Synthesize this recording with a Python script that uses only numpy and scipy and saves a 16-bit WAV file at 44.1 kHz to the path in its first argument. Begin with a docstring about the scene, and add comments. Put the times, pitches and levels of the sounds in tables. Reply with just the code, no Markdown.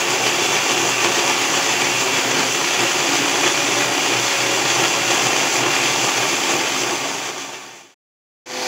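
"""Blender pureeing soft food

A countertop blender runs close to a mono microphone in a kitchen. Air, churning pulp and knocks are shaped
noise that rings the jar and base. The motor whines on multiples of its shaft speed, which sags when the
blades catch a lump; a faint buzz of its windings lies underneath, and the roar has kitchen reflections.
The sound is faded out, and after a silence the now fuller jar, running steadily, is faded in.
"""
import sys
import numpy as np
from scipy import signal
from scipy.fft import rfft, irfft, next_fast_len
from scipy.io import wavfile
from scipy.ndimage import uniform_filter1d

SR = 44100
rng = np.random.default_rng(int(sys.argv[2]) if len(sys.argv) > 2 else 0)


def wrap_up_sound(samples):
    """Save the sound to the file named by the first command line argument, as 16-bit audio."""
    columns = np.atleast_2d(samples).T
    # keep every value between -1 and 1, then stretch to whole-number steps
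    tamed = np.clip(columns, -1, 1)
    steps = np.round(tamed * 32767).astype(np.int16)
    wavfile.write(sys.argv[1], SR, steps)


def ratio(d):
    """dB to gain"""
    e = np.asarray(d, float) / 20
    return 10 ** e


N = 382347
SWITCH_S = 8.2  # the second run takes over here, during the silence

# Broad colour of the roar, before its overall level is set: (frequency [Hz], relative level [dB])
ROAR_COLOUR = [(20, -44.5), (70, -35), (105, -22.5), (125, -15), (225, -12), (330, -8.5), (600, -8),
               (800, -6), (1570, -10), (1700, -8), (2400, -7.5), (3450, -10.5), (3800, -15), (7300, -12),
               (8600, -26), (11200, -25), (12800, -34.5), (14000, -30), (14700, -26.5), (15700, -25.5)]
# Resonances of jar, base and counter: (frequency [Hz], width [Hz], height over the roar [dB])
JAR_RESONANCES = [(121, 14, 10), (143, 15, 4.5), (154, 15, 2), (201, 8, 2), (348, 38, 9.5), (383.5, 27, 6),
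                  (431.5, 19, 5), (761, 120, 4), (896, 55, 3), (1142, 48, 3), (1182, 30, 4), (1420, 93, 2),
                  (1640, 80, 0.5), (1900, 120, 0), (2325, 61, 3.5), (2450, 65, 5), (2707, 140, 3.5),
                  (3065, 52, 5), (3400, 150, 4.5), (4696, 410, 4), (5610, 130, -1), (5880, 200, 4),
                  (6090, 100, 7.5), (6520, 240, 4), (7200, 240, 2.5), (9920, 240, 0)]
# Change of colour when the jar is full: (frequency [Hz], change [dB])
FULL_JAR_COLOUR = [(100, -6), (160, -6.5), (220, -3), (370, 1.5), (500, -5), (600, 1.5), (800, 1),
                   (1200, -2.5), (2200, 1), (2800, -3.5), (4500, 5), (7000, -1.5), (12000, 1), (15000, -1)]
# Lumps caught by the blades: (time [s], surge in the bass of the jar [dB], surge in its middle ring [dB],
# surge in the spray hiss [dB], strength of the speed sag [Hz])
CAUGHT_LUMPS = [(0.0, 4, 3, 3.5, 3), (0.13, 2, 0.5, 3, 0), (0.28, 4.5, 3, 4, 6), (0.45, 2.5, 1.5, 4, 4),
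                (0.56, 3, 2, 2.5, 3), (0.721, 2.5, 1.5, 3.5, 2), (0.81, 2.5, 1.5, 2.5, 1),
                (0.89, 3.5, 1.5, 4, 6), (1.05, 3, 3.5, 3, 0.5), (1.17, 3, 3, 3, 2), (1.3, 4, 0.5, 3.7, 4),
                (1.42, 0.5, 2, 2, 1), (1.56, 1.5, 3.5, 3, 3), (1.64, 1, 1.5, 1.5, 0),
                (1.73, 1.5, 4, 1.7, 6), (1.83, 1.5, 2.5, 2.5, 1), (1.94, -0.5, 2.5, 2, 4),
                (2.02, 0.5, 1, 2.5, 1), (2.18, 3, 3, 2.5, 4), (2.28, 1, 0, 0.5, 0), (2.4, 2, 3.5, 2, 1),
                (2.54, -1.5, -3, 2, 1), (2.7, -1, 1.5, 0.5, 3), (2.63, -0.5, 0, 0.5, 0),
                (2.78, 0.5, 0.5, 0, 0), (2.84, 3, 1.5, 2, 4), (2.951, 0.5, 0, 1, 1), (3.159, 2, 1.5, 3, 3),
                (3.47, 2, 3, 1.5, 5), (3.82, 2, 1.5, 2, 3), (3.9, 1.5, -2, -0.5, 4), (4.32, 0, 1.5, 1.5, 3),
                (4.42, 1.5, 0.5, 2.5, 0), (4.57, 0.5, 0.5, 1, 3), (4.7, 0, 2, 1, 2), (4.79, 1.5, 1.5, 1, 0),
                (4.85, 3, 3.5, 2, 4), (4.97, 1, 1, 0.5, 0.5), (5.141, 1.5, 2.5, 3, 4),
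                (5.26, 1.5, 1.5, 3, 1), (5.4, 1, 1.5, 2, 2), (5.56, 3, 1.5, 2, 1), (5.659, 4, -0.5, -1, 0),
                (5.76, 2.5, 3, 1, 1), (5.871, 0.5, 3, 2.5, 1), (6.08, 3.5, 0, 3, 4), (6.28, 1.5, 2, 2.5, 3),
                (6.54, 3.5, 1.5, 2.5, 5), (6.81, 0.5, 2, 4, 1.5), (6.93, 3, -0.5, 2, 1),
                (7.08, 1.5, 1, 2, 0), (7.18, 0.5, -0.5, 3, -0.5), (7.28, 2.5, 3, 3.5, 1),
                (7.419, 0.5, 2, 4.5, 3.5), (7.55, 2, 1, 2, 0), (7.79, 1, 0, 3, 2)]
# Steady churning under the surges: (time [s], bass [dB], middle [dB], hiss [dB])
STEADY_CHURN = [(0, -0.9, -.3, -.3), (1.2, -.8, -0.22, -.3), (2.2, -0.6, -.3, -0.087), (3, 0, 0.29, 0.61),
                (3.7, 0, 0.79, 1), (4.2, -0.5, 0.45, 0.56), (4.8, 0, 0.51, 0.68), (5.5, .5, 0, 0.42),
                (6.3, -1, -0.31, 0.28), (7, 0.5, -0.54, -0.0089), (7.9, 0, -1, -.5)]
# First run, between lumps: (time [s], shaft speed [Hz], tone once a turn [dB], tone twice a turn [dB],
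# whine ten times a turn [dB])
SHAFT_COURSE = [(0.0, 272.8, -46, -38.5, -40.5), (0.3, 277.6, -37, -39.5, -32.5),
                (0.75, 279.4, -36.5, -35.5, -33.5), (1.3, 280.1, -36.5, -36, -33),
                (1.7, 280.8, -36.5, -34.5, -34.5), (1.95, 277, -37, -39.5, -33),
                (2.2, 274.2, -35, -38, -34.5), (2.35, 269.8, -31, -31.5, -42),
                (2.55, 273.7, -42, -47.5, -34), (2.7, 280, -39.5, -37, -39), (2.95, 278, -40, -33.5, -32.5),
                (3.1, 285.9, -29, -42, -34), (3.5, 283.4, -36, -36, -47), (3.8, 292.3, -30, -32.5, -44.5),
                (4.1, 284.6, -29.5, -37, -33), (4.2, 278.8, -44, -34.5, -36.5),
                (4.6, 278.3, -40.5, -35, -34), (5.1, 277.5, -42.5, -33, -36.5),
                (5.25, 271.9, -36, -40, -35), (5.7, 278.4, -40.5, -42, -36), (6.1, 277.9, -41, -41, -37),
                (6.4, 275.2, -37.5, -42, -36), (6.65, 268.4, -32, -38, -40), (7.0, 278, -37, -44, -42),
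                (7.9, 273.6, -39, -42, -43)]
# Weaker tones of the first run: (multiple of the shaft speed, level [dB])
FAINT_TONES = [(4, -45.5), (11, -47), (12, -44), (17, -47.5), (20, -48)]
# Tones of the second run, before their common level: (multiple of the shaft speed, relative level [dB])
FULL_JAR_TONES = [(1, -6), (2, 0), (3, -5), (4, -8), (5, -16), (7, -14), (8, -13), (9, -11)]
# Swell of the winding buzz: (time [s], change of level [dB])
BUZZ_SWELL = [(0, -3.5), (.7, 4), (1.5, 3), (2.5, -0.5), (4, -3), (6, -2), (8.67, -3)]
# Fader, out and back in: (time [s], gain [factor])
FADER_MOVES = [(0, 0.98), (6.42, 1), (6.9, 0.71), (7.4, 0.28), (7.75, 0.1), (7.94, 0.015), (7.945, 0),
               (8.458, 0), (8.462, 0.08), (8.5, 0.23), (8.56, 0.41), (8.67, 0.66)]

# The pulp's three bands are bass, middle and hiss
CHURN_HZ = (700, 2600, 6000)
SLOSH_DB = (0.5, 0.43, 0.4)  # random sloshing between the lumps
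# The motor's three strong tones sound once, twice and ten times a turn
SAG_DB_PER_HZ = (-0.76, -0.7, 0.35)  # under load the low tones thin out and the whine flares
BEAT_DB = (1.7, 2.2, 1.4)  # slow wavering


def roar(angle):
    """The stirring passes the jar's resonances, which raise some pitches of its noise."""
    roar_db = -18
    churned = stirred_pulp(angle)
    size = next_fast_len(N + SR)
    hz = np.fft.rfftfreq(size, 1 / SR)
    colour_db = read(ROAR_COLOUR, hz)
    for centre, width, height_db in JAR_RESONANCES:
        colour_db = colour_db + height_db / (1 + (2 * (hz - centre) / width) ** 2)
    coloured = irfft(rfft(churned, size) * ratio(colour_db), size)[:N]
    return ratio(roar_db) * evened(coloured)


def stirred_pulp(angle):
    """The stirring noise swells with the churn and in drifting patches of pitch and time."""
    hz, t, spectrum = signal.stft(stir(angle), SR, nperseg=1024, noverlap=768)
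    place = np.interp(np.log(hz + 1), np.log(CHURN_HZ), np.arange(3))
    # Each frequency follows the nearest one or two bands
    share = np.clip(1 - abs(place[:, None] - np.arange(3)), 0, 1)
    # The top hiss is partly steady fan air, so it swells less
    share *= np.interp(hz, (7500, 9500), (1, 0.6))[:, None]
    first_db = share @ churn(t) * (t < SWITCH_S)
    # The full jar churns steadily, with only a change of colour
    second_db = np.outer(read(FULL_JAR_COLOUR, hz), t >= SWITCH_S)
    patches = rng.standard_normal(spectrum.shape[::-1]).T
    patches = uniform_filter1d(patches, size=14, axis=0)
    patches = evened(uniform_filter1d(patches, size=10, axis=1))
    swollen = spectrum * ratio(first_db + second_db + 0.81 * patches)
    return signal.istft(swollen, SR, nperseg=1024, noverlap=768)[1][:N]


def stir(angle):
    """Turbulence, plus a rattle of short bursts as the blades strike lumps at the same point of a turn."""
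    rattle_db, burst_s = -8, 0.0009
    new_turn = np.diff(np.floor(angle / (2 * np.pi)), prepend=0) > 0
    strength_db = 3 * np.minimum(rng.exponential(1, N), 3)
    struck = rng.random(N) < 0.7  # some turns miss
    strikes = ratio(strength_db) * new_turn * struck
    t = np.arange(600) / SR
    burst = signal.oaconvolve(strikes, t ** 2 * np.exp(-t / burst_s))[:N]
    soft = uniform_filter1d(rng.standard_normal(N), size=3)  # soft food: duller than the rush
    return rng.standard_normal(N) + ratio(rattle_db) * evened(burst * soft)


def churn(t):
    """Pulp piles up against the blades, then is thrown clear: level [dB] of three bands, a surge per lump."""
    rise_s, fall_s = 0.032, 0.017
    s, *surge_db, _ = np.transpose(CAUGHT_LUMPS)
    lag = t - s[:, None]
    shape = np.exp(-0.5 * (lag / np.where(lag < 0, rise_s, fall_s)) ** 2)
    slosh = [db * np.interp(t, np.arange(N) / SR, wander(size=1800)) for db in SLOSH_DB]
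    return surge_db @ shape + slosh + columns(STEADY_CHURN, t)


def motor(angle):
    """Whine of the run in progress and buzz of the windings, scaled so that tone levels mean rms."""
    t = np.arange(N) / SR
    whine = np.where(t < SWITCH_S, first_whine(angle, t), second_whine(angle))
    return np.sqrt(2) * (whine + winding_buzz(t))


def shaft_angle():
    """Radians turned: the summed shaft speed, which trembles a little around its course."""
    t = np.arange(N) / SR
    full_hz = 253
    hz = np.where(t < SWITCH_S, columns(SHAFT_COURSE, t)[0] - lost_hz(t), full_hz)
    trembling = hz * (1 + 0.0015 * wander(size=700))
    return 2 * np.pi * np.cumsum(trembling) / SR


def first_whine(angle, t):
    """Multiples of the shaft speed (imbalance, blade pair, fan or commutator), fluttering with the load."""
    tones = list(FAINT_TONES)
    levels = columns(SHAFT_COURSE, t)[1:]
    for k, db, slope, beat_db in zip((1, 2, 10), levels, SAG_DB_PER_HZ, BEAT_DB):
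        tones.append((k, db + slope * lost_hz(t) + beat_db * wander(size=2500)))
    total = np.zeros(N)
    for k, db in tones:
        flutter_db = 1 + 2 / k  # the low tones shake most
        total += ratio(db + flutter_db * wander(size=500)) * np.cos(round(k) * angle)
    return total


def second_whine(angle):
    """Multiples of the shaft speed under a full jar, each at a steady level."""
    tones_db = -28
    return ratio(tones_db) * sum(ratio(db) * np.cos(round(k) * angle + k * k) for k, db in FULL_JAR_TONES)


def winding_buzz(t):
    """The windings buzz at twice the mains frequency, whatever the shaft does."""
    buzz_hz, buzz_db = 121, -50.5
    level_db = buzz_db + columns(BUZZ_SWELL, t)[0] + 2.5 * wander(size=4000)
    return ratio(level_db) * np.cos(2 * np.pi * buzz_hz * t)


def sag(t):
    """Speed lost to the lumps [Hz]: just after each surge a sudden drop, then a slower recovery."""
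    lag_s, brake_s, regain_s = 0.015, 0.01, 0.17
    out = np.zeros(len(t))
    for s, *_, hz in CAUGHT_LUMPS:
        after = np.maximum(t - s - lag_s, 0)
        out += hz * (1 - np.exp(-after / brake_s)) * np.exp(-after / regain_s)
    return out


def lost_hz(t):
    """The sag [Hz], worked out every few milliseconds and joined by straight lines."""
    return np.interp(t, t[::128], sag(t[::128]))


def kitchen(x):
    """Reflections comb the spectrum finely; a hand-held microphone drifts through three patterns of them."""
    t60_s, reflections_db = 0.35, -11  # time to die by 60 dB; level against the direct sound
    t = np.arange(SR // 2) / SR
    tails = rng.standard_normal((3, len(t))) * ratio(-60 * t / t60_s) * (t > 0.002)
    tails = signal.lfilter([1, -1], [1, -0.97], tails)  # the bass comes through the counter, not the walls
    tails = tails / np.linalg.norm(tails, axis=1, keepdims=True)
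    drift = np.pi * (np.arange(N) / SR / 4.5 + np.arange(3)[:, None] / 3)
    feeds = x * np.sqrt(2 / 3) * np.cos(drift)  # the squares of the three weights sum to 1
    wet = signal.oaconvolve(feeds, tails, axes=1)[:, :N].sum(0)
    return (x + ratio(reflections_db) * wet) / np.sqrt(1 + ratio(2 * reflections_db))


def wander(size):
    """Slow random drift of rms 1, smoothed twice over size samples."""
    return evened(uniform_filter1d(uniform_filter1d(rng.standard_normal(N), size), size))


def evened(x):
    """Scales to rms 1."""
    return x / np.sqrt(np.mean(x ** 2) + 1e-20)


def read(points, hz):
    """Reads a spectrum table, joining its points along a log-frequency axis."""
    f, value = np.transpose(points)
    return np.interp(np.log(hz + 1), np.log(f + 1), value)


def columns(rows, t):
    """Joins the rows of a table by straight lines in time, one curve per column."""
    s, *values = np.transpose(rows)
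    return [np.interp(t, s, v) for v in values]


def scene():
    """Roar with its kitchen reflections, plus the motor tones, the same in both channels."""
    angle = shaft_angle()
    return np.tile(motor(angle) + kitchen(roar(angle)), (2, 1))


def low_pass(x):
    """Removes everything above the highest recorded frequency."""
    return signal.sosfilt(signal.butter(12, 17090, fs=SR, output="sos"), x)


def record(dry):
    """A gently saturating input, a limit on the treble, then the fader."""
    edge_hz = 15740
    soft = 0.9 * np.tanh(dry / 0.9)
    lowpass = signal.firwin(801, edge_hz, window=("kaiser", 10), fs=SR)
    band = signal.oaconvolve(soft, lowpass[None], "same")
    fader = np.clip(columns(FADER_MOVES, np.arange(N) / SR)[0], 0, 2)
    return low_pass(band * fader)


dry = scene()
out = record(dry)
wrap_up_sound(out)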